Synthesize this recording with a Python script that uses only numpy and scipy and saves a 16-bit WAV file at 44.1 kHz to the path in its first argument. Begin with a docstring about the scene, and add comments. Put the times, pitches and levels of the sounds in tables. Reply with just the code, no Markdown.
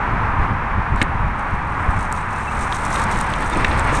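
"""A bicycle rolls slowly over dirt and dry grass in a wood beside a main road.
From the start, turbulent wind buffets the microphone over the steady roar of traffic.
The frame thuds on a bump; near 1 s come a light scrape, snapping grit and a clack of loose parts.
From 2 s the tyres crackle more and more, rubbing metal squeaks and twigs crack.
In the last second the bicycle rumbles over firmer ground, and clacks and thuds again."""
import sys
import numpy as np
from scipy import signal
from scipy.fft import rfft, irfft
from scipy.io import wavfile
from scipy.ndimage import uniform_filter1d, map_coordinates

SR = 44100
rng = np.random.default_rng(int(sys.argv[2]) if len(sys.argv) > 2 else 0)


def unload_wav(signal):
    """Save mono or channel-first audio to the path in sys.argv[1] as 16-bit WAV at rate SR, clipped to [-1, 1]."""
    wavfile.write(
        sys.argv[1],
        SR,
        np.round(np.clip(np.atleast_2d(signal).T, -1, 1) * 32767).astype(np.int16),
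    )


N = 176400

# Envelopes of the noise sources (time [s], relative level [dB])
WIND_ENVELOPE = [(0, -27.5), (.12, -23.5), (.3, -22.5), (.56, -24), (.62, -27), (.77, -21), (.85, -28),
                 (.98, -21.5), (1.28, -27), (1.47, -29), (1.55, -25.5), (1.62, -26.5), (1.84, -25.5),
                 (1.92, -22.5), (2.05, -26), (2.36, -29), (2.85, -27), (3.35, -25.5), (3.7, -20),
                 (4, -21.5)]
TRAFFIC_ENVELOPE = [(0, -22.5), (.25, -21.5), (.37, -24), (.43, -20), (.52, -24), (.95, -24), (1.14, -25),
                    (1.2, -24), (1.3, -25), (1.57, -23.8), (1.67, -25.5), (1.82, -23), (1.95, -23),
                    (2.02, -25), (2.28, -24.5), (2.5, -25), (2.65, -23), (2.78, -25), (2.99, -22),
                    (3.3, -23.5), (3.52, -25), (3.85, -21), (4, -20)]
SCRAPE_ENVELOPE = [(.94, -80), (.975, -47), (1.04, -49), (1.07, -80), (1.2, -120)]
CRACKLE_ENVELOPE = [(0, -74), (.93, -71), (.98, -55), (1.06, -66), (1.35, -67), (1.39, -54), (1.46, -62.5),
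                    (1.96, -53), (2.02, -41.5), (2.1, -57), (2.18, -45), (2.25, -55), (2.37, -46.5),
                    (2.53, -47.5), (2.63, -39), (2.69, -49), (2.75, -36), (2.83, -44.5), (2.96, -35),
                    (3.04, -39), (3.08, -50.5), (3.12, -37.5), (3.2, -44), (3.25, -45.5), (3.45, -44),
                    (3.92, -45.5), (3.945, -31), (4, -43)]
RUMBLE_ENVELOPE = [(0, -71), (2.4, -50), (2.85, -33.5), (2.97, -28.5), (3.4, -28), (3.7, -26), (3.93, -26),
                   (4, -30)]
# Single buffets of wind (centre time [s], duration [s], relative level [dB])
WIND_BUFFETS = [(0.138, 0.039, -18), (.235, 0.023, -19.5), (0.406, 0.038, -12), (0.523, 0.03, -15.5),
                (0.788, 0.019, -10), (0.938, 0.037, -10.5), (1.164, 0.023, -17.5), (1.247, 0.096, -16),
                (1.54, .03, -16.5), (1.891, 0.034, -13), (1.976, 0.023, -15), (2.595, .06, -21.5),
                (3.062, .04, -19), (3.165, 0.033, -17.5)]
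# Impacts and fractures (time [s], level [dB])
FRAME_THUDS = [(.335, -24), (.935, -28), (1.018, -18), (3.559, -12), (3.922, -17.5)]
GRIT_SNAPS = [(.9605, -35), (1.0188, -26), (1.0272, -22), (2.1255, -20), (2.8512, -25), (2.9055, -25),
              (3.039, -22.5), (3.115, -25), (3.175, -28), (3.1893, -24), (3.2118, -19.5), (3.407, -28.5),
              (3.499, -26.5), (3.682, -29), (3.7955, -22.5)]
PART_CLACKS = [(1.0157, -9.5), (1.0177, -13), (3.557, -23), (3.6459, -10), (3.669, -24), (3.7142, -18)]
TWIG_CRACKS = [(2.7248, -18.5), (2.959, -20.5), (3.3378, -19.5), (3.4295, -26)]
# Ranges in which breaking grains ring (lower edge [Hz], upper edge [Hz])
GRAIN_RANGES = [(1500, 4800), (4800, 7400), (7400, 13500)]
# Normal modes of the loose parts (frequency [Hz], relative level [dB], 60 dB decay time [s])
PART_MODES = [(1840, -1.5, 0.026), (2270, -1.5, .024), (2595, -6, .02), (2840, -6, 0.017),
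              (3840, -12, .016)]
# Squeaks of rubbing metal (centre time [s], duration [s], frequency [Hz], level [dB])
METAL_SQUEAKS = [(2.355, 0.062, 2620, -43), (2.485, 0.015, 2650, -30.5), (3.532, 0.013, 3630, -34.5)]
# Spectral densities of the sources (frequency [Hz], relative level [dB])
WIND_SPECTRUM = [(10, -6.5), (25, 0), (55, -2), (100, -6), (170, -14.5), (300, -25), (600, -41.5),
                 (2000, -74), (12000, -115)]
TRAFFIC_SPECTRUM = [(60, -12), (200, -3.5), (330, -11.5), (500, -12), (660, -9.5), (800, -2.5), (930, 0.5),
                    (1200, -1.5), (1700, -7), (2400, -14.5), (3100, -28), (3900, -34.5), (4800, -41.5),
                    (6000, -42.5), (7200, -48.5), (8800, -47), (11000, -57.5), (14000, -76)]
THUD_SPECTRUM = [(60, -7), (170, -3.5), (320, 0), (450, -5.5), (700, -19), (2000, -36), (6000, -60),
                 (12000, -85)]
SCRAPE_SPECTRUM = [(1500, -22), (3300, -1), (4300, 1), (5300, -16), (9000, -15), (13000, -32)]
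GRIT_SPECTRUM = [(1500, -25), (3900, -7), (5000, -9), (6300, -5), (7300, -1), (8500, 4.5), (9600, -2.5),
                 (11000, -16), (12500, -17), (14000, -24)]
CRACKLE_SPECTRUM = [(800, -18), (2500, -5.5), (3900, 2.5), (4800, -4), (6100, 1), (7300, 0.5), (8500, 6.5),
                    (9600, -4.5), (11000, -16.5), (12300, -20.5), (14000, -26)]
CLACK_SPECTRUM = [(200, 0), (1300, -17.5), (1800, 5.5), (2700, 1), (3200, -10), (3900, -7), (4700, -26.5),
                  (5600, -22), (8600, -29), (11000, -50), (14000, -55)]
TWIG_SPECTRUM = [(600, -25), (2000, -1), (3000, 4), (4000, 0.5), (5000, -12), (6200, -12), (9000, -23),
                 (13000, -36)]
RUMBLE_SPECTRUM = [(60, -2), (150, 1), (320, -0.5), (420, -3.5), (550, -1.5), (1100, -3), (2300, -7),
                   (3100, -17.5), (4000, -21.5), (5500, -28.5), (10000, -60.5)]


def undb(db):
    """Amplitude ratio: a factor of ten per 20 dB."""
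    return 10 ** (np.asarray(db) / 20)


def unit(x):
    """Normalisation to an rms of 1."""
    return x / np.sqrt(np.mean(x ** 2))


def envelope(rows):
    """Amplitude envelope, interpolated linearly in decibels."""
    times, db = np.array(rows).T
    return undb(np.interp(np.arange(N) / SR, times, db))


def colour(x, spectrum):
    """Minimum-phase filtering to a spectrum; the power of white noise is conserved."""
    size = 2 ** 13
    hz, db = np.array(spectrum).T
    bin_hz = np.maximum(np.arange(size // 2 + 1) * SR / size, 1)
    magnitude = unit(undb(np.interp(np.log(bin_hz), np.log(hz), db)))
    cepstrum = irfft(np.log(magnitude))
    cepstrum[1:size // 2] *= 2  # folding onto positive time makes the filter causal
    cepstrum[size // 2 + 1:] = 0
    impulse_response = irfft(np.exp(rfft(cepstrum)))
    return signal.fftconvolve(x, impulse_response)[:N]


def noise(spectrum):
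    """Filtered Gaussian noise of rms 1."""
    return unit(colour(rng.standard_normal(N), spectrum))


def fluctuation(rate_hz):
    """Smooth random modulation with a standard deviation near 1."""
    knots = rng.standard_normal(1024)
    return map_coordinates(knots, [np.arange(N) / SR * rate_hz], mode="mirror")


def bursts(rows, spectrum, decay_s):
    """Source and filter: exponentially decaying contact noise, coloured by the struck body."""
    t, force = np.arange(N) / SR, np.zeros(N)
    for start, db in rows:
        force += undb(db) * (t >= start) * np.exp(-np.maximum(t - start, 0) / decay_s)
    return colour(force * np.sign(rng.standard_normal(N)), spectrum)


def wind(gust_gain_db=0.5, buffet_gain_db=-2, levelling_s=0.0516):
    """Turbulence at the microphone: low pressure noise whose gusts and buffets add in power."""
    t = np.arange(N) / SR
    power = (undb(gust_gain_db) * envelope(WIND_ENVELOPE)) ** 2
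    for centre, length, db in WIND_BUFFETS:
        power += undb(db + buffet_gain_db) ** 2 * np.exp(-(2 * (t - centre) / length) ** 2)
    turbulence = noise(WIND_SPECTRUM)
    running_rms = np.sqrt(uniform_filter1d(turbulence ** 2, int(levelling_s * SR)) + 1e-12)
    return turbulence / running_rms * np.sqrt(power)


def traffic(gain_db=1, flutter_db=-0.22):
    """Propagation through air: distant tyre roar, strongest near 1 kHz, swells and fades."""
    roar = noise(TRAFFIC_SPECTRUM) * envelope(TRAFFIC_ENVELOPE)
    return roar * undb(gain_db + flutter_db * fluctuation(14))


def frame_thuds():
    """Impact excitation: bumps draw a low, heavily damped response from the frame."""
    return bursts(FRAME_THUDS, THUD_SPECTRUM, decay_s=0.011)


def scrape():
    """Sliding friction: a light hiss leads into the first clack."""
    return noise(SCRAPE_SPECTRUM) * envelope(SCRAPE_ENVELOPE)


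def grit_snaps():
    """Brittle fracture: grit snaps under the tyres in very short, bright bursts."""
    return bursts(GRIT_SNAPS, GRIT_SPECTRUM, decay_s=0.0011)


def breaking_grains(grains_per_s=900, spread_db=3, colour_db=3.5):
    """A Poisson process of tiny fractures, a few of them strong, each with its own spectrum."""
    breaks = rng.random(N) < grains_per_s / SR
    strength = undb(spread_db * np.minimum(rng.exponential(size=N), 4.5))
    pulses = breaks * strength * np.sign(rng.standard_normal(N))
    grains = np.zeros(N)
    for band in GRAIN_RANGES:
        share = undb(colour_db * np.clip(rng.standard_normal(N), -2, 2))
        bandpass = signal.butter(2, band, "band", fs=SR, output="sos")
        grains += signal.sosfilt(bandpass, pulses * share)
    return unit(colour(grains, CRACKLE_SPECTRUM))


def tyre_crackle(grain_gain_db=-1, rustle_gain_db=-3, cluster_db=2.0):
    """Amplitude modulation: dry grass and grit break in clusters over a soft rustle."""
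    grains = undb(grain_gain_db) * breaking_grains()
    rustle = undb(rustle_gain_db) * noise(CRACKLE_SPECTRUM)
    return (grains + rustle) * envelope(CRACKLE_ENVELOPE) * undb(cluster_db * fluctuation(110))


def clacks(ring_gain_db=-5.5):
    """Free vibration: loose parts collide in a rough contact and ring in quickly damped modes."""
    t, impulses = np.arange(N) / SR, np.zeros(N)
    for start, db in PART_CLACKS:
        impulses[int(start * SR)] += undb(db)
    modes = sum(undb(db) * np.sin(2 * np.pi * hz * t) * np.exp(-np.log(1000) * t / t60)
                for hz, db, t60 in PART_MODES)
    contact = bursts(PART_CLACKS, CLACK_SPECTRUM, decay_s=0.0042)
    return contact + undb(ring_gain_db) * signal.fftconvolve(impulses, modes)[:N]


def squeaks(pitch_wobble=0.0121):
    """Friction-induced oscillation: rubbing metal sings briefly at an unsteady pitch."""
    t, tones = np.arange(N) / SR, np.zeros(N)
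    phase_per_hz = 2 * np.pi * np.cumsum(1 + pitch_wobble * fluctuation(300)) / SR
    for centre, length, hz, db in METAL_SQUEAKS:
        swell = np.exp(-2 * ((t - centre) / length) ** 2)
        tones += undb(db) * np.sqrt(2) * np.sin(hz * phase_per_hz) * swell
    return tones


def twig_cracks():
    """Fracture of wood: twigs give lower, slightly longer bursts than grit."""
    return bursts(TWIG_CRACKS, TWIG_SPECTRUM, decay_s=0.002)


def rolling_rumble(jolt_db=2.5):
    """Forced vibration: firmer ground shakes the tyres and frame unevenly."""
    return noise(RUMBLE_SPECTRUM) * envelope(RUMBLE_ENVELOPE) * undb(jolt_db * fluctuation(25))


def scene():
    """Superposition: all sources sum at one microphone riding with the bicycle."""
    pressure = wind() + traffic() + frame_thuds() + scrape() + grit_snaps()
    pressure += tyre_crackle() + clacks() + squeaks() + twig_cracks() + rolling_rumble()
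    return pressure[None]


def record(dry, ceiling=0.66, cutoff_hz=13400):
    """Saturation and band limiting: the highest peaks are rounded and the top treble is cut."""
    rounded = dry / (1 + (dry / ceiling) ** 6) ** (1 / 6)
    lowpass = signal.ellip(8, .2, 70, cutoff_hz, fs=SR, output="sos")
    return signal.sosfilt(lowpass, rounded)


dry = scene()
out = record(dry)
unload_wav(out)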